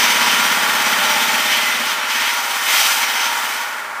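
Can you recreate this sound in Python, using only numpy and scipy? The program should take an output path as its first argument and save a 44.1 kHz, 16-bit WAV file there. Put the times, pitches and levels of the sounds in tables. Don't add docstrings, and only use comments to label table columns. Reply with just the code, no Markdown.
import sys
import numpy as np
from scipy.fft import rfft, irfft, next_fast_len
from scipy.io import wavfile
from scipy.ndimage import map_coordinates

SR = 44100
rng = np.random.default_rng(int(sys.argv[2]) if len(sys.argv) > 2 else 0)


def to_wav(s):
    ch = np.atleast_2d(s).T
    pcm = np.round(np.clip(ch, -1, 1) * 32767)
    wavfile.write(sys.argv[1], SR, pcm.astype(np.int16))


N = 176400

# (time [s], speed [turns/s])
DISC_SPEED = [(0, 16.9), (1.2, 16.93), (1.75, 17.17), (2.6, 17.2), (2.85, 17.0), (3.2, 17.15), (4, 17.25)]
# (multiple of the turning rate, level [dB])
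DRIVE_TONES = [(14, -52), (23, -54.5), (36, -49), (40, -49.5)]

# (time [s], level [dB])
THUD_FADER = [(0, -40), (.5, -42), (1.3, -44), (1.8, -51), (2.15, -61), (4, -69)]
RUMBLE_FADER = [(0, -34), (1.2, -36), (1.8, -38.5), (2.0, -42.5), (2.25, -41.5), (2.55, -46.5),
                (2.73, -40.5), (2.92, -44.5), (3.26, -41), (4, -54.5)]
ROAR_FADER = [(0.0, -19), (0.05, -18), (0.09, -21), (1.2, -20.5), (1.88, -25), (1.89, -20), (1.94, -25),
              (2.28, -23.5), (2.65, -25), (2.71, -21.5), (3.13, -24.5), (3.2, -22.5), (3.89, -28),
              (4.0, -28)]
BITE_FADER = [(0.0, -16.5), (0.32, -16.5), (0.63, -19), (1.11, -18), (1.49, -19), (1.53, -17),
              (1.87, -21.5), (1.89, -21), (1.99, -23.5), (2.25, -18), (2.47, -26), (2.51, -21.5),
              (2.61, -22.5), (2.76, -14.5), (2.82, -17.5), (3.58, -25.5), (3.94, -40), (4.0, -45)]
RASP_FADER = [(0.0, -19), (0.59, -26.5), (1.05, -23.5), (1.7, -27), (1.86, -29.5), (1.89, -22.5),
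              (2.04, -40), (2.1, -25.5), (2.6, -29.5), (2.81, -17), (3.13, -27.5), (3.23, -23.5),
              (3.38, -30.5), (3.58, -30.5), (3.94, -51), (4.0, -46)]
HISS_FADER = [(0.0, -27), (0.7, -29), (1.12, -28.5), (1.67, -29.5), (1.74, -33), (1.93, -32), (2.04, -41),
              (2.13, -32), (2.6, -31), (2.8, -21), (3.02, -26), (3.07, -31), (3.52, -32), (3.85, -46),
              (4.0, -54)]
GUARD_FADER = [(0, -35), (1.3, -36.5), (1.6, -39), (1.77, -37), (1.95, -44), (2.2, -43), (2.5, -48),
               (2.85, -41.5), (3.05, -46), (3.35, -44.5), (3.7, -51), (4, -50)]

# (frequency [Hz], relative level [dB])
ROOM_EQ = [(20, -27), (50, -3), (120, 6), (400, -8), (2000, -30)]
THUD_EQ = [(20, -47), (50, -25), (100, -10), (135, -18.5), (152, 0), (205, 5), (240, -24), (300, -18),
           (800, -70)]
RUMBLE_EQ = [(60, -47), (200, -23), (255, -0.5), (340, -2.5), (430, 0), (620, 1), (900, -10), (2000, -80)]
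ROAR_EQ = [(30, -55), (200, -39), (450, -14.5), (620, -7), (740, -9.5), (820, 1.5), (980, -1), (1200, -1),
           (1400, 2.5), (1700, -1), (2200, -3), (3000, -18), (6000, -20.5), (15000, -30)]
GRIND_EQ = [(300, -62), (1100, -24), (1800, -2.5), (2300, 1), (2750, -2.5), (3200, 0), (3400, -5),
            (4400, -12), (6500, -35), (15000, -44)]
RASP_EQ = [(2500, -31.5), (3750, 0), (4700, 0), (5800, 2), (6300, 3.5), (6480, -8), (10000, -22)]
HISS_EQ = [(1500, -26), (4500, -13), (7200, 3), (8700, 2), (10100, 1), (10600, -8.5), (11400, -7),
           (12100, 2.5), (13400, 1), (15400, 0.5)]
GRIT_EQ = [(500, -20), (2000, -1), (6000, -8), (11000, -10), (15000, -14)]
SNAG_EQ = [(500, -36), (1300, -5), (2200, -1.5), (3150, 10.5), (3500, -1), (4200, -9), (6200, -4),
           (7000, -17), (15000, -24)]

# (frequency [Hz], relative level [dB])
DISC_MODES = [(882.9, -38), (936.7, -35.5), (1136, -34.5), (1357, -33), (1405, -32), (1841, -31.5),
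              (2040, -34.5), (2541, -38), (2961, -35), (3122, -36), (3569, -35.5), (3817, -40.5),
              (4344, -42.5), (4662, -48.5), (4867, -41), (4942, -53), (5044, -54.5), (5114, -41.5),
              (5346, -41.5), (5561, -55.5), (5749, -39.5), (5916, -56.5), (6288, -54), (6993, -44.5),
              (7090, -51.5), (7364, -66), (7553, -53), (8043, -65.5), (8301, -80), (8613, -43.5)]
# (frequency [Hz], relative level [dB], 60 dB decay time [s])
GUARD_MODES = [(233.9, 0.5, 0.15)]
# (peak time [s], length [s], level [dB])
SNAG_SWELLS = [(.04, .07, -23), (.31, .08, -24), (1.548, .04, -19.5), (1.905, .025, -23), (2.82, .15, -22),
               (3.24, .08, -25)]
# (peak time [s], length [s], frequency [Hz], level [dB])
SING_SWELLS = [(0.245, 0.53, 968, -25.5), (0.547, 0.27, 1404, -27), (.7, 0.9, 845, -33),
               (.55, 0.69, 1170, -32), (1.1, 0.37, 884, -28.5), (1.303, 1, 605.5, -35.5),
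               (1.45, 0.15, 3572, -28), (1.68, .13, 2025, -22), (2.377, .3, 951, -27.5),
               (2.803, 0.83, 780, -34), (3.29, 0.42, 942, -27), (3.248, 0.078, 1418, -25),
               (3.65, .35, 1450, -31)]

THUD_DB, ROAR_DB, RING_DB, KNOCK_DB, ROOM_DB = -1.5, 0.5, -7, -4, -63
GRIND_DB, RASP_DB, HISS_DB, GRIT_DB = -3, -2.5, 2.5, -12.5
FIRST_THROB_S, FIRST_KNOCK_S = 0.046, 0.02632


def amp(db):
    return 10 ** (np.asarray(db) / 20)


def unit(x):
    return x / np.sqrt(np.mean(x ** 2) + 1e-20)


def curve(rows):
    return np.interp(np.arange(N) / SR, *np.transpose(rows))


def wobble(rate):
    return map_coordinates(rng.standard_normal(int(N * rate / SR) + 4), [np.arange(N) * rate / SR])


def filtered(x, response):
    size = next_fast_len(N + SR // 2)
    return irfft(rfft(x, size) * response(np.fft.rfftfreq(size, 1 / SR)), size)[:N]


def coloured(x, eq):
    freqs, db = np.transpose(eq)
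    return unit(filtered(x, lambda hz: amp(np.interp(np.log(hz + 1), np.log(freqs + 1), db))))


def rub(turns, repeat, size=4096):
    bins = np.arange(size // 2 + 1)
    profile = unit(irfft(np.exp(2j * np.pi * rng.random(len(bins))) * (bins < size // 4)))
    rim = map_coordinates(profile, [turns % 1 * size], mode="grid-wrap")
    return np.sqrt(repeat) * rim + np.sqrt(1 - repeat) * rng.standard_normal(N)


def throb(turns, depth_db):
    return unit(amp(depth_db * np.cos(2 * np.pi * (turns - FIRST_THROB_S * DISC_SPEED[0][1]))))


def crowded_modes(x, depth_db, spacing_hz):
    knots = np.sqrt(3) * rng.uniform(-1, 1, 4096)
    return filtered(x, lambda hz: amp(depth_db * map_coordinates(knots, [hz / spacing_hz], mode="wrap")))


def workshop():
    return amp(ROOM_DB) * coloured(rng.standard_normal(N), ROOM_EQ)


def drive(turns):
    whine = np.zeros(N)
    for multiple, db in DRIVE_TONES:
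        gain = np.sqrt(2) * amp(db + 1.75 * wobble(2.62))
        whine += gain * np.sin(2 * np.pi * multiple * turns + 0.76 * wobble(7.3))
    return whine


def rumble(turns):
    force = rub(turns, repeat=0.84)
    thud = amp(THUD_DB + curve(THUD_FADER)) * throb(turns, depth_db=3) * coloured(force, THUD_EQ)
    body = amp(curve(RUMBLE_FADER)) * throb(turns, depth_db=1.3) * coloured(force, RUMBLE_EQ)
    return thud + body


def roar(turns):
    drag = coloured(rub(turns, repeat=0.27), ROAR_EQ)
    return amp(ROAR_DB + curve(ROAR_FADER)) * throb(turns, depth_db=0.43) * drag


def grit(cracks_per_s=1800, spread_db=2.5):
    clicks = (rng.random(N) < cracks_per_s / SR) * rng.choice([-1, 1], N)
    strength = amp(spread_db * np.minimum(rng.exponential(size=N), 5))
    return coloured(clicks * strength, GRIT_EQ)


def grinding(turns):
    harsh = coloured(crowded_modes(rub(turns, repeat=0.26), depth_db=2.26, spacing_hz=26.4), GRIND_EQ)
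    rasp = coloured(crowded_modes(rub(turns, repeat=0.17), depth_db=5.0, spacing_hz=15), RASP_EQ)
    hiss = coloured(crowded_modes(rng.standard_normal(N), depth_db=3.5, spacing_hz=20), HISS_EQ)
    bite = amp(curve(BITE_FADER)) * (amp(GRIND_DB) * harsh + amp(GRIT_DB) * grit())
    edge = amp(RASP_DB + curve(RASP_FADER)) * rasp
    air = amp(HISS_DB + curve(HISS_FADER)) * hiss
    flicker = amp(0.41 * wobble(25.9) + 0.32 * wobble(150))
    return flicker * ((bite + edge) * throb(turns, depth_db=1) + air * throb(turns, depth_db=0.5))


def ringing(split_hz=1550, width_hz=8.7):
    def resonate(modes):
        def response(f):
            damping = 1j * f * width_hz
            return sum(rng.choice([-1, 1]) * amp(db) * damping / (hz * hz - f * f + damping)
                       for hz, db in modes)
        return unit(filtered(rng.standard_normal(N), response))
    low = resonate([(hz, db) for hz, db in DISC_MODES if hz < split_hz])
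    high = resonate([(hz, db) for hz, db in DISC_MODES if hz >= split_hz])
    return amp(RING_DB) * (amp(curve(ROAR_FADER)) * low + amp(curve(BITE_FADER)) * high)


def knocks(turns, attack_s=0.022, spread_db=2):
    count = turns - FIRST_KNOCK_S * DISC_SPEED[0][1] + 1
    strength = amp(spread_db * rng.standard_normal(int(count[-1]) + 2))
    out = np.zeros(N)
    for back in range(2):
        age = (count % 1 + back) / curve(DISC_SPEED)
        ring = sum(amp(db - 60 * age / t60) * np.sin(2 * np.pi * hz * age) for hz, db, t60 in GUARD_MODES)
        attack = 1 - np.exp(-age / attack_s)
        out += strength[count.astype(int) - back] * attack * ring
    return amp(KNOCK_DB + curve(GUARD_FADER)) * unit(out)


def swell(peak_s, length_s):
    return np.exp(-2 * ((np.arange(N) / SR - peak_s) / length_s) ** 2)


def snags():
    flares = sum(amp(db) * swell(peak_s, length_s) for peak_s, length_s, db in SNAG_SWELLS)
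    return flares * coloured(rng.standard_normal(N), SNAG_EQ)


def singing(waver_hz=5.5):
    out = np.zeros(N)
    for peak_s, length_s, hz, db in SING_SWELLS:
        phase = 2 * np.pi * np.cumsum(hz + waver_hz * wobble(60)) / SR
        out += amp(db + 0.67 * wobble(29.82)) * swell(peak_s, length_s) * np.sin(phase)
    return out


def scene():
    turns = np.cumsum(curve(DISC_SPEED)) / SR
    machine = drive(turns) + knocks(turns) + rumble(turns)
    cut = roar(turns) + grinding(turns) + snags() + ringing() + singing()
    mono = machine + cut + workshop()
    return np.array([mono, mono])


def record(dry):
    return np.array([filtered(channel, lambda hz: hz < 15500) for channel in dry])


dry = scene()
out = record(dry)
to_wav(out)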